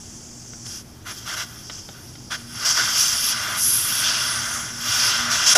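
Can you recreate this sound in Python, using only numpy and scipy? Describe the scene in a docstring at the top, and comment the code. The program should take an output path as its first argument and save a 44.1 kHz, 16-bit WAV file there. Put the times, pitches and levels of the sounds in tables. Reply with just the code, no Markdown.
"""The core of a tyre valve is unscrewed by hand in a garage, over a low rumble and a distant motor's hum: shaped noise.
At first a thin leak hisses, tool ticks ring in metal modes, and each twist of the tool adds a spurt of power.
Then the jet blows on: its turbulence is noise ringing in the hollows of tool, stem and wheel, louder in one or
another as the fingers cover the jet. At times the sizzle swells into a whistle. At the end the core lets go with a
low puff, a brief swell of resonant noise."""
import sys
import numpy as np
from scipy import signal
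from scipy.fft import rfft, irfft
from scipy.io import wavfile

SR = 44100
rng = np.random.default_rng(int(sys.argv[2]) if len(sys.argv) > 2 else 0)


def master(y):
    """Save y as 16-bit WAV."""
    cut = np.clip(np.atleast_2d(y).T, -1, 1)
    pcm = np.round(cut * 32767)  # scale
    wavfile.write(sys.argv[1], SR, pcm.astype(np.int16))


N = 245637


def from_db(db):
    """Decibel law: amplitude gain of a level."""
    return 10 ** (np.asarray(db) / 20)


def to_db(power):
    """Decibel law: level of a power."""
    return 10 * np.log10(power)


def rms_one(x):
    """Normalisation: the mean square becomes 1."""
    return x / np.sqrt(np.mean(x ** 2) + 1e-20)


def in_time(rows):
    """Linear interpolation: each column after the first (t/s) as a value per sample."""
    s, *columns = np.transpose(rows)
    s = np.maximum.accumulate(s)
    return [np.interp(np.arange(N) / SR, s, column) for column in columns]


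def drift(rate_hz):
    """Low-passed chance: noise at SR / 20 through two equal one-poles with their corner at rate_hz; spread 1."""
    r = np.exp(-40 * np.pi * rate_hz / SR)
    noise = rng.standard_normal(N // 20 + 2002)
    slow = signal.lfilter([1], [1, -2 * r, r * r], noise)[2000:]   # the run-in is dropped
    return np.interp(np.arange(N) / 20, np.arange(len(slow)), rms_one(slow))


def resonate(x, hz, width_hz):
    """Damped resonance: a pole pair, with gain 1 on top."""
    r = np.exp(-np.pi * width_hz / SR)
    zeros = np.array([1, 0, -1]) * (1 - r * r) / 2
    poles = [1, -2 * r * np.cos(2 * np.pi * hz / SR), r * r]
    return signal.lfilter(zeros, poles, x)


def swell(start, attack, hold, release):
    """Gated flow: power envelope 0-1 with squared ramps; all times in s."""
    t = np.arange(N) / SR - start
    ramps = np.minimum(t / attack, 1 + (attack + hold - t) / release)
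    return np.clip(ramps, 0, 1) ** 2


def garage():
    """Slowly growing noise: a rumble of random phase, and a motor's wavering hum that gets louder."""
    # relative spectrum of the rumble: f/Hz, density/dB per Hz
    rumble_spectrum = [(15, -20), (28, -6.5), (40, -10), (60, -8), (95, -1), (150, -6.5), (230, -7.5),
                       (265, -13.5), (310, -7.5), (490, -20.5), (720, -19), (1200, -24.5), (3000, -31),
                       (15000, -39)]
    # its whole level: first/dB, last/dB
    rumble_ends = (-44.5, -43)
    # hum of the distant motor: f/Hz, width/Hz, first level/dB, last level/dB
    motor_tones = [(119.6, 10.3, -49.5, -44.5), (238.55, 2, -54.5, -45)]
    hz = np.arange(N // 2 + 1) * SR / N + 1   # 1 Hz up, so that the logarithm exists at zero
    knot_hz, knot_db = np.transpose(rumble_spectrum)
    shape_db = np.interp(np.log(hz), np.log(knot_hz), knot_db)
    rumble = rms_one(irfft(rfft(rng.standard_normal(N)) * from_db(shape_db), N))
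    out = from_db(np.linspace(*rumble_ends, N)) * rumble
    for tone_hz, width_hz, first_db, last_db in motor_tones:
        tone = rms_one(resonate(rng.standard_normal(N), tone_hz, width_hz))
        out += from_db(np.linspace(first_db, last_db, N)) * tone
    return out


def echoes(x):
    """Diffuse reverberation off wheel, floor and walls: its interference prints a fine fixed ripple on the hiss."""
    echo_db, t60_s = -10.5, 0.085   # energy of the tail against the direct sound; time to fall 60 dB
    t = np.arange(int(.2 * SR)) / SR
    tail = rng.standard_normal(len(t)) * from_db(-60 * t / t60_s) * (t > .002)
    tail /= np.sqrt(np.sum(tail ** 2))
    return x + from_db(echo_db) * signal.fftconvolve(x, tail)[:N]


def ticks():
    """Modal excitation: each contact, a click and a brief rattle of noise, rings in the modes of the tool."""
    # contacts of tool and stem: t/s, relative level/dB, strongest pitch f/Hz, rattle t60/s
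    contacts = [(.535, -28.5, 1400, .025), (.664, -31.5, 2780, 0.038), (1.698, -24.5, 2200, 0.05),
                (1.889, -17, 800, 0.032), (2.154, -32, 2000, 0.023)]
    # modes of the tool: f/Hz, relative level/dB, t60/s
    tool_modes = [(725, -6, 0.023), (1500, -4, 0.014), (2190, 5, 0.0043), (3200, 7.5, 0.0044),
                  (3680, 1, 0.01), (4400, -5, .007)]
    out, t = np.zeros(N), np.arange(3000) / SR
    for s, tick_db, pitch_hz, rattle_t60 in contacts:
        blow = 0.16 * rng.standard_normal(len(t)) * from_db(-60 * t / rattle_t60)
        blow[0] = -1   # the click
        at = round(s * SR)
        for hz, mode_db, t60 in tool_modes:
            mode = from_db(-60 * t / t60) * np.sin(2 * np.pi * hz * t)
            near = 1 / (1 + np.log2(hz / pitch_hz) ** 2)   # modes near the strongest pitch take most
            rung = signal.fftconvolve(blow, mode)[:len(t)]
            out[at:at + len(t)] += from_db(tick_db + mode_db - 10) * near * rung
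    return out


def puff():
    """Sudden release: low noise, resonant twice over, swells and dies as x exp(1 - x)."""
    # the core lets go: start t/s, time to its top/s, level at the top/dB, f/Hz, width per pass/Hz
    release = (5.553, .011, -18, 620, 300)
    start, rise, level_db, hz, width_hz = release
    x = np.maximum(np.arange(N) / SR - start, 0) / rise
    once = resonate(rng.standard_normal(N), hz, width_hz)
    noise = rms_one(resonate(once, hz, width_hz))
    return from_db(level_db) * x * np.exp(1 - x) * noise


def air():
    """Addition of powers: the spurts add to the stream, giving the levels of hiss and roar."""
    # the air that streams on, first a leak, then the jet: t/s, hiss at the core/dB, roar under the fingers/dB
    stream = [(0, -42.5, -62), (.62, -40, -64), (.8, -43, -53), (.84, -51, -70), (1.04, -52, -59),
              (1.14, -39, -50.5), (1.56, -44, -48), (1.67, -39.5, -57), (1.7, -41.5, -60), (1.86, -42, -63),
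              (1.95, -45, -49.5), (2.2, -44.5, -64), (2.29, -45, -66), (2.4, -39.5, -46.5),
              (2.46, -44.5, -53.5), (2.64, -26.5, -31), (2.75, -22.5, -32), (2.78, -20.5, -22.5),
              (2.92, -24, -32), (3.0, -16, -30), (3.21, -25.5, -36), (3.32, -20, -30.5), (3.34, -28.5, -31),
              (3.55, -30.5, -27), (3.62, -21.5, -37.5), (3.83, -25.5, -34.5), (4.08, -21.5, -29),
              (4.34, -26.5, -30.5), (4.56, -28, -31), (4.75, -35.5, -40.5), (4.9, -22.5, -28.5),
              (5.07, -19, -25.5), (5.26, -27, -28), (5.285, -30.5, -26), (5.35, -22.5, -28),
              (5.46, -22, -25.5), (5.545, -36, -29.5), (5.57, -30, -31)]
    # a twist of the tool lets a spurt out: start t/s, attack/s, hold/s, release/s, hiss/dB, roar/dB
    spurts = [(0.639, 0.019, .1, 0.075, -36, -50.5), (1.048, 0.033, 0.037, 0.016, -36.5, -34),
              (1.16, 0.021, .005, .02, -37, -61), (1.249, 0.029, 0.07, 0.017, -33, -33),
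              (1.357, 0.011, .055, 0.034, -30, -32), (1.7, 0.017, 0.075, .02, -38.5, -53.5),
              (2.3, 0.015, 0.036, 0.019, -31, -29), (2.645, 0.011, 0.051, .035, -17.5, -29),
              (5.292, 0.027, 0.026, 0.05, -22.5, -30), (5.455, 0.017, 0.064, .006, -14.5, -26),
              (5.547, 0.0076, 0.0068, .03, -10.5, -17.5)]
    power = from_db(in_time(stream)) ** 2
    for start, attack, hold, release, hiss_db, roar_db in spurts:
        spurt_power = from_db([[hiss_db], [roar_db]]) ** 2
        power = power + spurt_power * swell(start, attack, hold, release)
    return to_db(power)


def jet_part(level_db, hollows, wander_db, flutter_db, centre_hz=0, spread_hz=1e6):
    """Resonant turbulence: noise rings in each hollow, most in those the jet points at; eddies make it flutter."""
    eddies = rng.standard_normal((2, N)) * from_db(flutter_db * drift(32.0))
    out, power = np.zeros(N), 1e-20
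    for k, (hz, width_hz, top_db) in enumerate(hollows):
        # twice through: the skirts fall steeply and leave dark valleys
        pass_width_hz = 1.73 * width_hz
        once = resonate(eddies[k % 2], hz, pass_width_hz)
        rung = resonate(once, hz, pass_width_hz)
        off_aim_db = -20 * np.log10(1 + ((hz - centre_hz) / spread_hz) ** 2)
        gain = from_db(top_db + off_aim_db)
        power = power + gain ** 2 * np.mean(rung ** 2)
        out += gain * from_db(wander_db * drift(9.1)) * rung
    return from_db(level_db) * out / np.sqrt(power)


def roar(level_db):
    """Low cavity resonance: turbulence under the fingers."""
    # hollows: f/Hz, nominal width/Hz, relative level/dB
    low_hollows = [(365, 270, -24), (651, 91, -12), (1020, 304, -11), (1209, 166, -4.5), (1441, 218, -1),
                   (1997, 203, -7)]
    return jet_part(level_db, low_hollows, wander_db=0.26, flutter_db=1.0)


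def rush(hiss_db, roar_db, above_blend_db):
    """Middle cavity resonance: the rush in the stem has a level blended from roar and hiss."""
    # hollows: f/Hz, nominal width/Hz, relative level/dB
    stem_hollows = [(2440, 110, -4), (2796, 153, 0), (3242, 260, 1), (3424, 285, -2.5), (3940, 220, -3.5),
                    (4145, 170, -9.5), (4490, 280, -4.5)]
    roar_share = 0.57
    level_db = roar_share * roar_db + (1 - roar_share) * hiss_db + above_blend_db
    return jet_part(level_db, stem_hollows, wander_db=1.24, flutter_db=0.65)


def hiss(level_db, centre_hz):
    """High-pass radiation: turbulence at the core, which radiates little below an edge."""
    # hollows: f/Hz, nominal width/Hz, relative level/dB
    core_hollows = [(4730, 400, -1.5), (5336, 610, 1), (5710, 240, 1.5), (6060, 285, 0.5), (6650, 720, -1),
                    (7420, 540, 1.5)]
    x = jet_part(level_db, core_hollows, wander_db=1.0, flutter_db=0.65, centre_hz=centre_hz, spread_hz=1050)
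    return signal.sosfilt(signal.cheby1(6, 1, 4556, "high", fs=SR, output="sos"), x)   # edge in Hz


def sizzle(steady_db, steady_hz):
    """Spectral gathering: each whistle adds power to the sizzle and narrows it about its own pitch."""
    # hollows: f/Hz, nominal width/Hz, relative level/dB
    high_hollows = [(8160, 390, -10.5), (8980, 570, -2), (9700, 490, -3), (10190, 330, -1),
                    (11030, 380, -5), (11760, 780, -5.5), (12900, 700, -4), (14100, 600, -5),
                    (15000, 1200, -7)]
    # swells into a whistle: start t/s, time to its top/s, time to fade/s, level/dB, f/Hz
    whistles = [(3.1, 0.198, 0.029, -28, 11200), (3.559, 0.11, 0.26, -15.5, 10870),
                (4.18, 0.13, 0.11, -27.5, 10000)]
    steady_spread_hz, narrowing = 1950, 0.85   # narrowing: dB of spread lost per dB that a whistle adds
    power = from_db(steady_db) ** 2
    weighted_hz = power * steady_hz
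    for start, rise, fade, whistle_db, hz in whistles:
        whistle = from_db(whistle_db) ** 2 * swell(start, rise, 0, fade)
        power = power + whistle
        weighted_hz = weighted_hz + whistle * hz
    level_db = to_db(power)
    spread_hz = steady_spread_hz * from_db(-narrowing * (level_db - steady_db))
    return jet_part(level_db, high_hollows, wander_db=2.56, flutter_db=0.4,
                    centre_hz=weighted_hz / power, spread_hz=spread_hz)


def jet():
    """Superposition: four bands of one air flow, with a slowly changing colour and aim."""
    # slow change of colour: t/s, rush above its blend/dB, steady sizzle above the hiss/dB
    colour = [(0, -3.5, -11.5), (.62, -7.5, -16.5), (.7, -4.5, -10), (1.05, -3, -7), (1.4, -3.5, -11),
              (1.55, -4.5, -3.5), (1.72, -3, -15.5), (2.05, -4, -5.5), (2.22, -2.5, -14), (2.5, -4, -5),
              (2.7, -5, -15.5), (3.12, -1.5, -7.5), (3.33, -1.5, -10), (3.5, -5, -7), (4.0, -1.5, -2),
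              (4.06, 2, -11.5), (4.55, -7.5, -9), (4.95, -2.5, -10), (5.1, -2.5, -12), (5.57, -2, -12.5)]
    # where the jet points: t/s, hiss centre f/Hz, steady sizzle centre f/Hz
    aim = [(0, 6280, 8800), (.6, 6060, 8600), (.7, 5750, 10500), (1.6, 5650, 11000), (2.2, 5500, 10100),
           (2.7, 5250, 10500), (3.1, 5600, 10700), (3.37, 5160, 9900), (3.65, 5900, 10400),
           (4.0, 5300, 10600), (4.15, 5100, 10000), (4.65, 5980, 10300), (5.03, 5260, 11000),
           (5.2, 5500, 10300), (5.57, 5730, 10300)]
    hiss_db, roar_db = air()
    rush_above_db, sizzle_above_db = in_time(colour)
    hiss_hz, sizzle_hz = in_time(aim)
    out = hiss(hiss_db, hiss_hz)
    out += roar(roar_db)
    out += rush(hiss_db, roar_db, rush_above_db)
    out += sizzle(hiss_db + sizzle_above_db, sizzle_hz)
    return out


def scene():
    """Superposition at one microphone: both channels are alike, and only the near sources echo."""
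    near = jet() + ticks() + puff()
    return np.tile(echoes(near) + garage(), (2, 1))


def record(dry):
    """Filtering and saturation: the housing takes narrow dips out, high peaks are rounded, the top is cut."""
    # dips of the microphone housing: f/Hz, width/Hz, depth/0-1
    housing_dips = [(4500, 100, 0), (8950, 240, 0.58), (11460, 130, 0.3)]
    for hz, width_hz, depth in housing_dips:
        dry = dry - depth * resonate(dry, hz, width_hz)
    rounded = dry / (1 + np.abs(dry / .95) ** 4) ** .25
    return signal.sosfilt(signal.ellip(14, .5, 70, 15290, fs=SR, output="sos"), rounded)   # cut-off in Hz


dry = scene()
out = record(dry)
master(out)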